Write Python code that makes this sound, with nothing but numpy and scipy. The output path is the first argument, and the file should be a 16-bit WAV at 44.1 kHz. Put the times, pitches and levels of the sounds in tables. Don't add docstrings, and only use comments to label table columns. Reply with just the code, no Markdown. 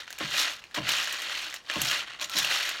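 import sys
import numpy as np
from scipy import signal
from scipy.fft import rfft, irfft
from scipy.io import wavfile

SR = 44100
rng = np.random.default_rng(int(sys.argv[2]) if len(sys.argv) > 2 else 0)


def persist_wave(psi):
    counts = np.round(np.clip(psi, -1, 1) * 32767).astype(np.int16)
    wavfile.write(sys.argv[1], SR, np.atleast_2d(counts).T)


N = 123479
T = np.arange(N) / SR

EDGE_DB, SCATTER_T60_S = -2, 0.049


def from_db(db):
    return 10 ** (np.asarray(db) / 20)


def unit(x):
    return x / np.sqrt(np.sum(x ** 2) + 1e-20)


def through(x, response):
    return signal.fftconvolve(x, response)[:N]


def colour(points, size=4096):
    hz, db = np.transpose(points)
    f = np.maximum(np.fft.rfftfreq(size, 1 / SR), 1)
    curve_db = np.interp(np.log(f), np.log(hz), db)
    cepstrum = irfft(np.log(from_db(curve_db)))
    cepstrum[1:size // 2] *= 2
    cepstrum[size // 2 + 1:] = 0
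    return unit(irfft(np.exp(rfft(cepstrum))))


def burst(t60, size=4096):
    fade = from_db(-60 * T[:size] / t60)
    return unit(rng.standard_normal(size) * fade)


def resonance(x, hz, t60):
    r = from_db(-60 / (t60 * SR))
    top = np.array([1, 0, -1]) * (1 - r * r) / 2
    return signal.lfilter(top, [1, -2 * r * np.cos(2 * np.pi * hz / SR), r * r], x + 1e-18)


def sinking(force, hz, t60):
    turn = np.exp(2j * np.pi * np.cumsum(hz) / SR)
    decay = from_db(-60 / (t60 * SR))
    return np.real(turn * signal.lfilter([1], [1, -decay], force / turn + 1e-18))


def background():
    # (f/Hz, level/dB)
    floor_colour = [(20, -27), (42, 2), (60, -1.5), (400, -5), (1500, -4.5), (5000, -10), (16000, -34)]
    return from_db(-57.5) * through(rng.standard_normal(N), colour(floor_colour))


def contact(t60, scatter_db):
    crack = unit(burst(t60) + from_db(scatter_db) * burst(SCATTER_T60_S))
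    return unit(np.concatenate([[from_db(EDGE_DB)], crack]))


def rattle(level_db, per_s, spread_db, pitch_hz, count=24):
    busy_db, rate_follows = -32, 0.7
    crack_t60_s, scatter_db = 0.012, -0.5
    ring_cycles, ring_db = 17.5, -6
    chance = np.minimum(per_s * from_db(rate_follows * (level_db - busy_db)) / SR, 1)
    sizes = from_db(spread_db * np.minimum(rng.exponential(1, N), 2.7))
    power = np.mean(sizes ** 2) * chance
    clicks = (rng.random(N) < chance) * sizes / np.sqrt(power) * from_db(level_db)
    spot = rng.integers(0, count, N)
    out = np.zeros(N)
    for k, hz in enumerate(np.geomspace(*pitch_hz, count)):
        crack = contact(crack_t60_s, scatter_db)
        ring = unit(resonance(crack, hz, ring_cycles / hz))
        out += through(clicks * (spot == k), unit(crack + from_db(ring_db) * ring))
    return out


def snaps():
    # (t/s, knock level/dB, tick level/dB, knock f/Hz)
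    snap_events = [(0.0784, -4.5, -33, 1460), (0.1052, -6, -7.5, 1560), (0.1278, -4.5, -6.5, 4460),
                   (0.1863, -8, -3.5, 2390), (.398, -2, -3, 3570), (.64, -10, -19, 2470),
                   (0.712, -17, -28, 1680), (0.891, 8, 8, 3040), (0.9195, 5, 3.5, 2600),
                   (1.03, -1, -7, 2860), (1.074, 3, -6, 1700), (1.108, -12, -19, 2870),
                   (1.126, -3, 1.5, 3080), (1.219, -7, -3, 2850), (1.5414, 0, -1.5, 1930),
                   (1.5625, -9, -16, 2820), (1.699, 8, -26, 1760), (1.7133, -3, -11, 2770),
                   (1.7381, -0.5, -6, 2760), (1.758, 1, -9, 2780), (1.8171, 4.5, 13, 2780),
                   (1.913, 6, 2.5, 2980), (2.165, -15, -42, 1370), (2.1976, -2.5, -18, 3850),
                   (2.2134, 0, -7, 4180), (2.297, -1.5, -3.5, 4070), (2.37, -2, -3, 3500),
                   (2.386, 8.5, 9, 4000), (2.4289, 3, 1, 3400), (2.447, 7.5, 4, 2690),
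                   (2.513, 4, -18, 1930), (2.6913, 1.5, 3, 1700)]
    snap_db, crack_t60_s, scatter_db = -12.5, 0.0099, 4
    ring_cycles, ring_db = 24.7, -7.5
    out = np.zeros((2, N + SR))
    for s, knock_db, tick_db, hz in snap_events:
        snap = contact(crack_t60_s, scatter_db)
        ring = unit(resonance(signal.unit_impulse(len(snap)), hz, ring_cycles / hz))
        knock = unit(snap + from_db(ring_db) * ring)
        start = int(s * SR)
        out[:, start:start + len(snap)] += [from_db(knock_db) * knock, from_db(tick_db) * snap]
    return from_db(snap_db) * out[:, :N]


def beans():
    # (t/s, knocking level/dB, ticking level against the knocking/dB)
    sweeps = [
        [(0, -33.5, -9), (.02, -42, -15.5), (.055, -53.5, -12)],
        [(.168, -49.5, -9), (.208, -32.5, -19), (.285, -38, -11.5), (.35, -30, -8), (.403, -28.5, 1.5),
         (.47, -31, -11), (.55, -42, -7), (.595, -51.5, -10.5)],
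        [(.737, -62, -26), (.745, -30.5, -7.5), (.776, -32, -12.5), (.815, -44.5, -24), (.855, -35.5, -18),
         (.887, -29.5, -8.5), (.96, -29, -6.5), (1.11, -35, -9), (1.25, -35.5, -11), (1.35, -33, -10.5),
         (1.555, -43, -5), (1.615, -62, -14)],
        [(1.688, -41.5, -15), (1.703, -33.5, -23), (1.795, -36, -6), (1.85, -32.5, -0.5), (1.925, -27, -9.5),
         (2.0, -33, -8.5), (2.05, -41, -22.5), (2.11, -40, -34), (2.185, -51.5, -43)],
        [(2.207, -40, -17), (2.214, -33.5, -4.5), (2.244, -39, 3), (2.272, -53, -8), (2.33, -39, -1),
         (2.385, -28.5, 1.5), (2.418, -32.5, -5.5), (2.52, -27.5, -9), (2.65, -31.5, -6.5), (2.8, -38, -18)],
    ]
    # (f/Hz, level/dB)
    knock_colour = [(20, -31), (200, -26), (310, -5), (400, -12.5), (600, -1), (1000, -5), (1500, -2.5),
                    (2200, -0.5), (2900, 4.5), (3500, -1.5), (4300, 0), (4900, -8.5), (6200, -7.5),
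                    (8000, -15.5), (16000, -34)]
    # (f/Hz, level/dB)
    tick_colour = [(300, -18.5), (1500, -5), (4000, 7), (4900, 0), (6600, 0.5), (8000, -8), (10500, -11.5),
                   (12700, -10), (16000, -17)]
    # (f/Hz, level/dB)
    snap_tick_colour = [(500, -80), (4800, -9), (6600, 19), (9000, 10.5), (13000, 11), (16000, 4)]
    # (f/Hz, level/dB, time to fall by 60 dB/s)
    pan_high = [(1022, 2, 0.043), (1325, -1, .075), (1621, -1.5, 0.018), (1838, -6, 0.046),
                (1923, -6, 0.038), (3180, -11, 0.17), (5410, -4.5, 0.012)]

    s, stir_db, bright_db = np.transpose([row for sweep in sweeps for row in sweep])
    stir_db, bright_db = np.interp(T, s, stir_db), np.interp(T, s, bright_db)
    snap_knocks, snap_ticks = snaps()
    knocks = from_db(-4) * rattle(stir_db, per_s=900, spread_db=0.5, pitch_hz=(1136, 4510))
    ticks = from_db(2 + bright_db) * rattle(stir_db, per_s=700, spread_db=3, pitch_hz=(3370, 14100))
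    hits = through(knocks + snap_knocks, colour(knock_colour))
    hits += through(ticks, colour(tick_colour))
    hits += through(snap_ticks, colour(snap_tick_colour))
    return hits + sum(from_db(db) * resonance(hits, hz, t60) for hz, db, t60 in pan_high)


def hand():
    # (t/s, level/dB, thud level against it/dB)
    landings = [(.204, -2, 2), (.769, 2, 0.5), (1.756, -0.5, 4), (2.21, -6.5, -15), (2.348, -8, 3)]
    # (f/Hz, level under the hand/dB, time to fall by 60 dB/s)
    pan_low = [(303, -15.5, 0.18), (328, -11.5, 0.45), (430, -20.5, 0.12), (597, -8.5, 0.12),
               (670, -10, 0.18), (1057, -3.5, 0.059)]
    rise_s, blow_fall_s, contacts_per_s, blow_db = 0.001, 0.01, 3000, -4.5
    high_hz, low_hz, sink_s = 344, 132, 0.019
    thud_t60_s, thud_fall_s, thud_level_db = 0.027, 0.068, -7
    out = np.zeros(N)
    for s, db, thud_db in landings:
        age = np.maximum(T - s, 0)
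        touched = rng.random(N) < contacts_per_s / SR
        pushes = rng.standard_normal(N) * touched * (1 - np.exp(-age / rise_s))
        blow = pushes * np.exp(-age / blow_fall_s)
        modes = np.zeros(N)
        for k, (hz, mode_db, t60) in enumerate(pan_low):
            modes += (-1) ** k * from_db(mode_db) * unit(resonance(blow, hz, t60))
        pitch = low_hz + (high_hz - low_hz) * np.exp(-age / sink_s)
        thud = unit(sinking(pushes * np.exp(-age / thud_fall_s), pitch, thud_t60_s))
        out += from_db(db) * (from_db(blow_db) * modes + from_db(thud_level_db + thud_db) * thud)
    return out


def rub():
    start_s, end_s = 2.213, 2.37
    progress = np.clip((T - start_s) / (end_s - start_s), 0, 1)
    swell = np.sin(np.pi * progress ** 2)
    tone = resonance(rng.standard_normal(N), hz=1341, t60=0.09)
    return from_db(-44) * swell * tone / np.std(tone)


def kitchen(x):
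    room_t60_s, room_db = 0.19, -8.5
    late = T[:SR // 2] > 0.005
    tail = burst(room_t60_s, size=SR // 2) * late
    dull = signal.butter(1, 7000, fs=SR, output="sos")
    return from_db(room_db) * through(x, signal.sosfilt(dull, tail))


def scene():
    pan = beans() + hand() + rub()
    return (pan + kitchen(pan) + background())[None]


def record(dry):
    low_pass = signal.ellip(10, 0.2, 75, 16100, fs=SR, output="sos")
    return signal.sosfilt(low_pass, dry)


dry = scene()
out = record(dry)
persist_wave(out)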